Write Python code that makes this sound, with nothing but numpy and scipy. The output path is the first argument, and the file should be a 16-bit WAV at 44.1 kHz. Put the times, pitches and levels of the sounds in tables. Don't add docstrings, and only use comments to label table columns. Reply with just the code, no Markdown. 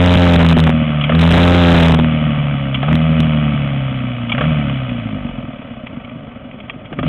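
import sys
import numpy as np
from scipy import signal
from scipy.io import wavfile
from scipy.ndimage import uniform_filter1d

SR = 44100
rng = np.random.default_rng(int(sys.argv[2]) if len(sys.argv) > 2 else 0)


def file_out(sig):
    cols = np.atleast_2d(sig).T
    lim = np.clip(cols, -1, 1)
    pcm = np.round(lim * 32767).astype(np.int16)
    wavfile.write(sys.argv[1], SR, pcm)


N = 312228
TIME_S = np.arange(N) / SR
# frequency in Hz, width in Hz, gain in dB.
SILENCER_MODES = [(82.5, 22, -18), (134.8, 43, -4.5), (237.45, 65, -1.5), (302, 35, -21.5)]


def intake(turns, honk_db):
    gulps = -pulses(turns, phase=0, scatter_db=1.34, jitter_s=.00002)
    soft = butter(butter(gulps, 33, "low"), 33, "low")
    airbox = ring(soft, [(145, 21, 0)])
    ragged_db = .6 * slow_noise(25)
    return steady(airbox) * undb(honk_db + ragged_db)


def throttle():
    # opening time, rise time, easing time, fall time, all in seconds, honk level in dB.
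    twists = [(-.2, .1, 0.28, 0.2, -1), (.4, 0.044, .51, 0.04, -7), (.55, 0.062, .66, .03, -9),
              (1.111, .1, 1.24, 0.21, -6), (1.26, .1, 1.73, .175, 1.5), (2.85, 0.078, 2.95, .03, -16.5),
              (2.95, 0.1, 3.15, 0.29, -21.5), (4.39, 0.058, 4.64, 0.037, -29), (6.9, .14, 9.2, 0.075, -21)]
    honk = np.full(N, 1e-4)
    for opens_s, rise_s, eases_s, fall_s, db in twists:
        rise = np.clip((TIME_S - opens_s) / rise_s, 0, 1)
        fall = np.exp(-(np.maximum(TIME_S - eases_s, 0) / fall_s) ** 2)
        honk = np.maximum(honk, undb(db) * rise * fall)
    return honk


def engine_speed():
    # time in seconds, engine pitch in Hz.
    in_gear = [(0.0, 89.2), (0.21, 88.3), (0.63, 79.94), (0.78, 78.55), (1.05, 72.64), (1.14, 81.36),
               (1.52, 88.33), (2.59, 69.9), (2.8, 65.22), (2.89, 76.23), (2.93, 79.5), (3.17, 79.16),
               (3.43, 74.72), (4.33, 57.2), (4.45, 76.63), (4.48, 80.0), (4.54, 75), (5.4, 41.77)]
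    clutch_in = [(5.502, 37), (5.8, 31), (6.197, 25), (6.898, 17), (7.002, 11), (7.08, 89)]
    return curves(list(in_gear) + list(clutch_in), TIME_S)[0]


def exhaust(turns, engine_hz, level_db):
    beats = steady(pulses(turns, phase=.56, scatter_db=3.0, jitter_s=.0001))
    beats *= 1 + .45 * np.cos(np.pi * (turns - .56))
    gas = (25 / engine_hz) ** 2 * rng.standard_normal(N)
    flow = butter(beats + gas, 262, "low", order=10)
    return steady(ring(flow, SILENCER_MODES)) * undb(level_db + 1.77)


def bark(honk, max_db=11, halfway_honk_db=-18, linger_s=0.093):
    fuel = np.maximum(honk, butter(honk, 1 / (2 * np.pi * linger_s), "low"))
    return max_db * fuel / (fuel + undb(halfway_honk_db))


def crank(turns, engine_hz, level_db):
    waver_db = 1.4 * slow_noise(40)
    hum = np.sqrt(2) * np.cos(4 * np.pi * (turns - .57)) * undb(waver_db)
    hum -= undb(-18 + 2 * waver_db) * np.sin(2 * np.pi * turns)
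    band = [(130, 390, 0)]
    rumble = steady(ring(ring(rng.standard_normal(N), band), band))
    hum_share = 1 / (1 + (49 / engine_hz) ** 16)
    shake = np.sin(2 * np.pi * turns) * undb(-25) / (1 + ((engine_hz - 46) / 6) ** 4)
    return (hum_share * hum + (1 - hum_share) * rumble) * undb(level_db) + shake


def clatter(turns, engine_hz, level_db):
    # frequency in Hz, width in Hz, gain in dB.
    case_modes = [(562.5, 18, 6), (622.9, 70, 6), (712.7, 70, 0.5), (904, 96, -7.5), (1190.5, 220, -0.5),
                  (1291, 89, -2.5), (1519, 95, -6), (2011, 590, -4), (2287, 140, -2.5), (2523, 120, -2.5),
                  (2909, 140, -0.5), (3040, 38, -13.5), (3444, 480, -3)]
    knocks = steady(pulses(turns, phase=.6, scatter_db=-0.5, jitter_s=.00004)) * engine_hz / 70
    swell_db = 1.5 * np.cos(4 * np.pi * turns) + 1.9 * np.cos(2 * np.pi * (turns - .7))
    rustle = unit(rng.standard_normal(N) * undb(swell_db))
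    drive = 1.4 * butter(knocks, 850, "low") + 0.98 * rustle
    body = butter(ring(drive, case_modes), 455, "high", order=3)
    dull = np.clip(1 - engine_hz / 60, 0, 1)
    body += 5.9 * dull * butter(body, 520, "low")
    return steady(body) * undb(level_db + 6.5 + 2.0 * dull)


def exhaust_pops():
    # start in seconds, relative level in dB.
    pops = [(1.094, -5.5), (1.12, -10), (1.148, -12.5), (2.828, -10.5), (2.882, -11.5), (2.909, -15.5),
            (4.347, -14.5), (4.379, -11.5), (4.408, -9), (4.437, -15.5), (6.927, -20.5), (6.988, -14.5),
            (7.029, -14.5)]
    # frequency in Hz, width in Hz, gain in dB.
    crack_modes = [(143, 120, -12.5), (598, 140, 9.5), (1210, 220, 3.5), (1720, 900, -11), (2410, 960, -12),
                   (3170, 880, -13.5)]
    return undb(-4.0) * bursts(pops, crack_modes, rise_s=0.0012, decay_s=0.0079)


def idle_thumps():
    # start in seconds, relative level in dB.
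    thumps = [(5.435, -13.5), (5.486, -18), (5.924, -19), (6.156, -21), (6.758, -18.5), (6.916, -13),
              (6.985, -9), (7.03, -9.5)]
    ringing = bursts(thumps, SILENCER_MODES, rise_s=0.0016, decay_s=0.0063)
    return undb(-3.5) * butter(ringing, 289.4, "low", order=4)


def gear_clacks():
    # start in seconds, relative level in dB.
    clacks = [(1.0095, -14), (1.0375, -10.5), (2.7432, -12.5), (4.2935, -16.5), (4.3171, -9.5)]
    # frequency in Hz, width in Hz, gain in dB.
    gearbox_modes = [(1250, 320, -5.5), (2356.4, 200, -1.5), (2925.6, 350, -1.5), (3290, 290, -4.5)]
    return undb(-2.5) * bursts(clacks, gearbox_modes, rise_s=0.0037, decay_s=0.0066)


def chain_slaps():
    # start in seconds, relative level in dB.
    slaps = [(4.6957, -20), (4.892, -23), (5.8676, -23), (6.0462, -28.5), (6.095, -31.5), (6.5125, -31.5),
             (6.6019, -29), (6.6962, -16.5), (6.8548, -32.5)]
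    # frequency in Hz, width in Hz, gain in dB.
    chain_modes = [(1200, 280, -7), (2320, 520, -2.5), (2450, 73, -5.5), (2960, 360, -9.5),
                   (3244, 31, -1.5)]
    return undb(-3) * bursts(slaps, chain_modes, rise_s=.002, decay_s=.004)


def wind(clatter_db):
    air = butter(rng.standard_normal(N), 76, "low", order=2)
    return unit(butter(air, 12, "high")) * undb(-16.5 + .5 * clatter_db)


def pulses(turns, phase, scatter_db, jitter_s):
    draws = rng.standard_normal((int(turns[-1]), 2))
    at_s = np.interp(np.arange(len(draws)) + phase, turns, TIME_S) + jitter_s * draws[:, 0]
    out = np.zeros(N)
    np.add.at(out, np.clip(at_s * SR, 0, N - 1).astype(int), undb(scatter_db * draws[:, 1]))
    return out


def bursts(events, modes, rise_s, decay_s):
    out, t = np.zeros(N + SR), TIME_S[:SR // 8]
    for start_s, db in events:
        push = rng.standard_normal(len(t)) * (1 - np.exp(-t / rise_s)) * np.exp(-t / decay_s)
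        hit = ring(push, modes)
        peak_rms = np.sqrt(np.max(uniform_filter1d(hit ** 2, size=SR // 200)))
        out[int(start_s * SR):][:len(t)] += undb(db) * hit / peak_rms
    return out[:N]


def ring(x, modes):
    return sum(undb(db) * signal.lfilter(*signal.iirpeak(hz, hz / width_hz, fs=SR), x)
               for hz, width_hz, db in modes)


def butter(x, hz, kind, order=1):
    return signal.sosfilt(signal.butter(order, hz, kind, fs=SR, output="sos"), x)


def slow_noise(cutoff_hz):
    return unit(butter(rng.standard_normal(N), cutoff_hz, "low", order=2))


def steady(x):
    size = SR // 8
    power = uniform_filter1d(uniform_filter1d(x * x, size), size // 2)
    return x / np.sqrt(power + 1e-18)


def unit(x):
    return x / np.std(x)


def undb(db):
    return 10 ** (np.asarray(db) / 20)


def curves(rows, at):
    key, *columns = np.transpose(rows)
    return [np.interp(at, key, column) for column in columns]


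def scene():
    # engine pitch in Hz, relative crank, exhaust and clatter levels in dB.
    levels_by_speed = [(20, -42, -35.5, -47), (37, -53, -30, -42), (52.5, -28.5, -24.5, -38.5),
                       (67.4, -14.5, -23.5, -34), (78, -14, -21, -30)]
    takeover_db, load_clatter_db = -6.5, 7
    engine_hz, honk = engine_speed(), throttle()
    turns = np.cumsum(engine_hz) / SR
    crank_db, exhaust_db, clatter_db = curves(levels_by_speed, engine_hz)
    off_load = 1 / (1 + (honk / undb(takeover_db)) ** 3)
    surge_db = 2.5 * np.tanh(slow_noise(cutoff_hz=7))
    engine = off_load * crank(turns, engine_hz, crank_db)
    engine += off_load * exhaust(turns, engine_hz, exhaust_db + bark(honk) + surge_db)
    engine += intake(turns, 20 * np.log10(honk))
    engine += clatter(turns, engine_hz, clatter_db + load_clatter_db * (1 - off_load))
    hits = exhaust_pops() + idle_thumps() + gear_clacks() + chain_slaps()
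    return (engine + hits + wind(clatter_db))[None]


def record(dry):
    rail, bias, overflow, ceiling, leak = .73, .1, .72, .715, .14
    converter_hz, top_hz = 8000, 15800
    narrow = signal.fftconvolve(dry[0], signal.firwin(601, 3440, fs=SR), "same")
    saturated = np.clip((1 - leak) * narrow + leak * dry[0] + bias, -rail, rail) - bias
    drooped = butter(saturated, 84, "high")
    samples = signal.resample_poly(drooped, converter_hz, SR)
    samples *= np.abs(samples) < overflow
    upsampled = butter(signal.resample_poly(samples, SR, converter_hz)[:N], 3, "high")
    smooth = signal.fftconvolve(upsampled, signal.firwin(201, 4250, fs=SR), "same")
    rasping = np.clip(smooth, -ceiling, ceiling)
    lowpass = signal.ellip(8, .1, 70, top_hz, fs=SR, output="sos")
    return signal.sosfilt(lowpass, rasping)[None]


dry = scene()
out = record(dry)
file_out(out)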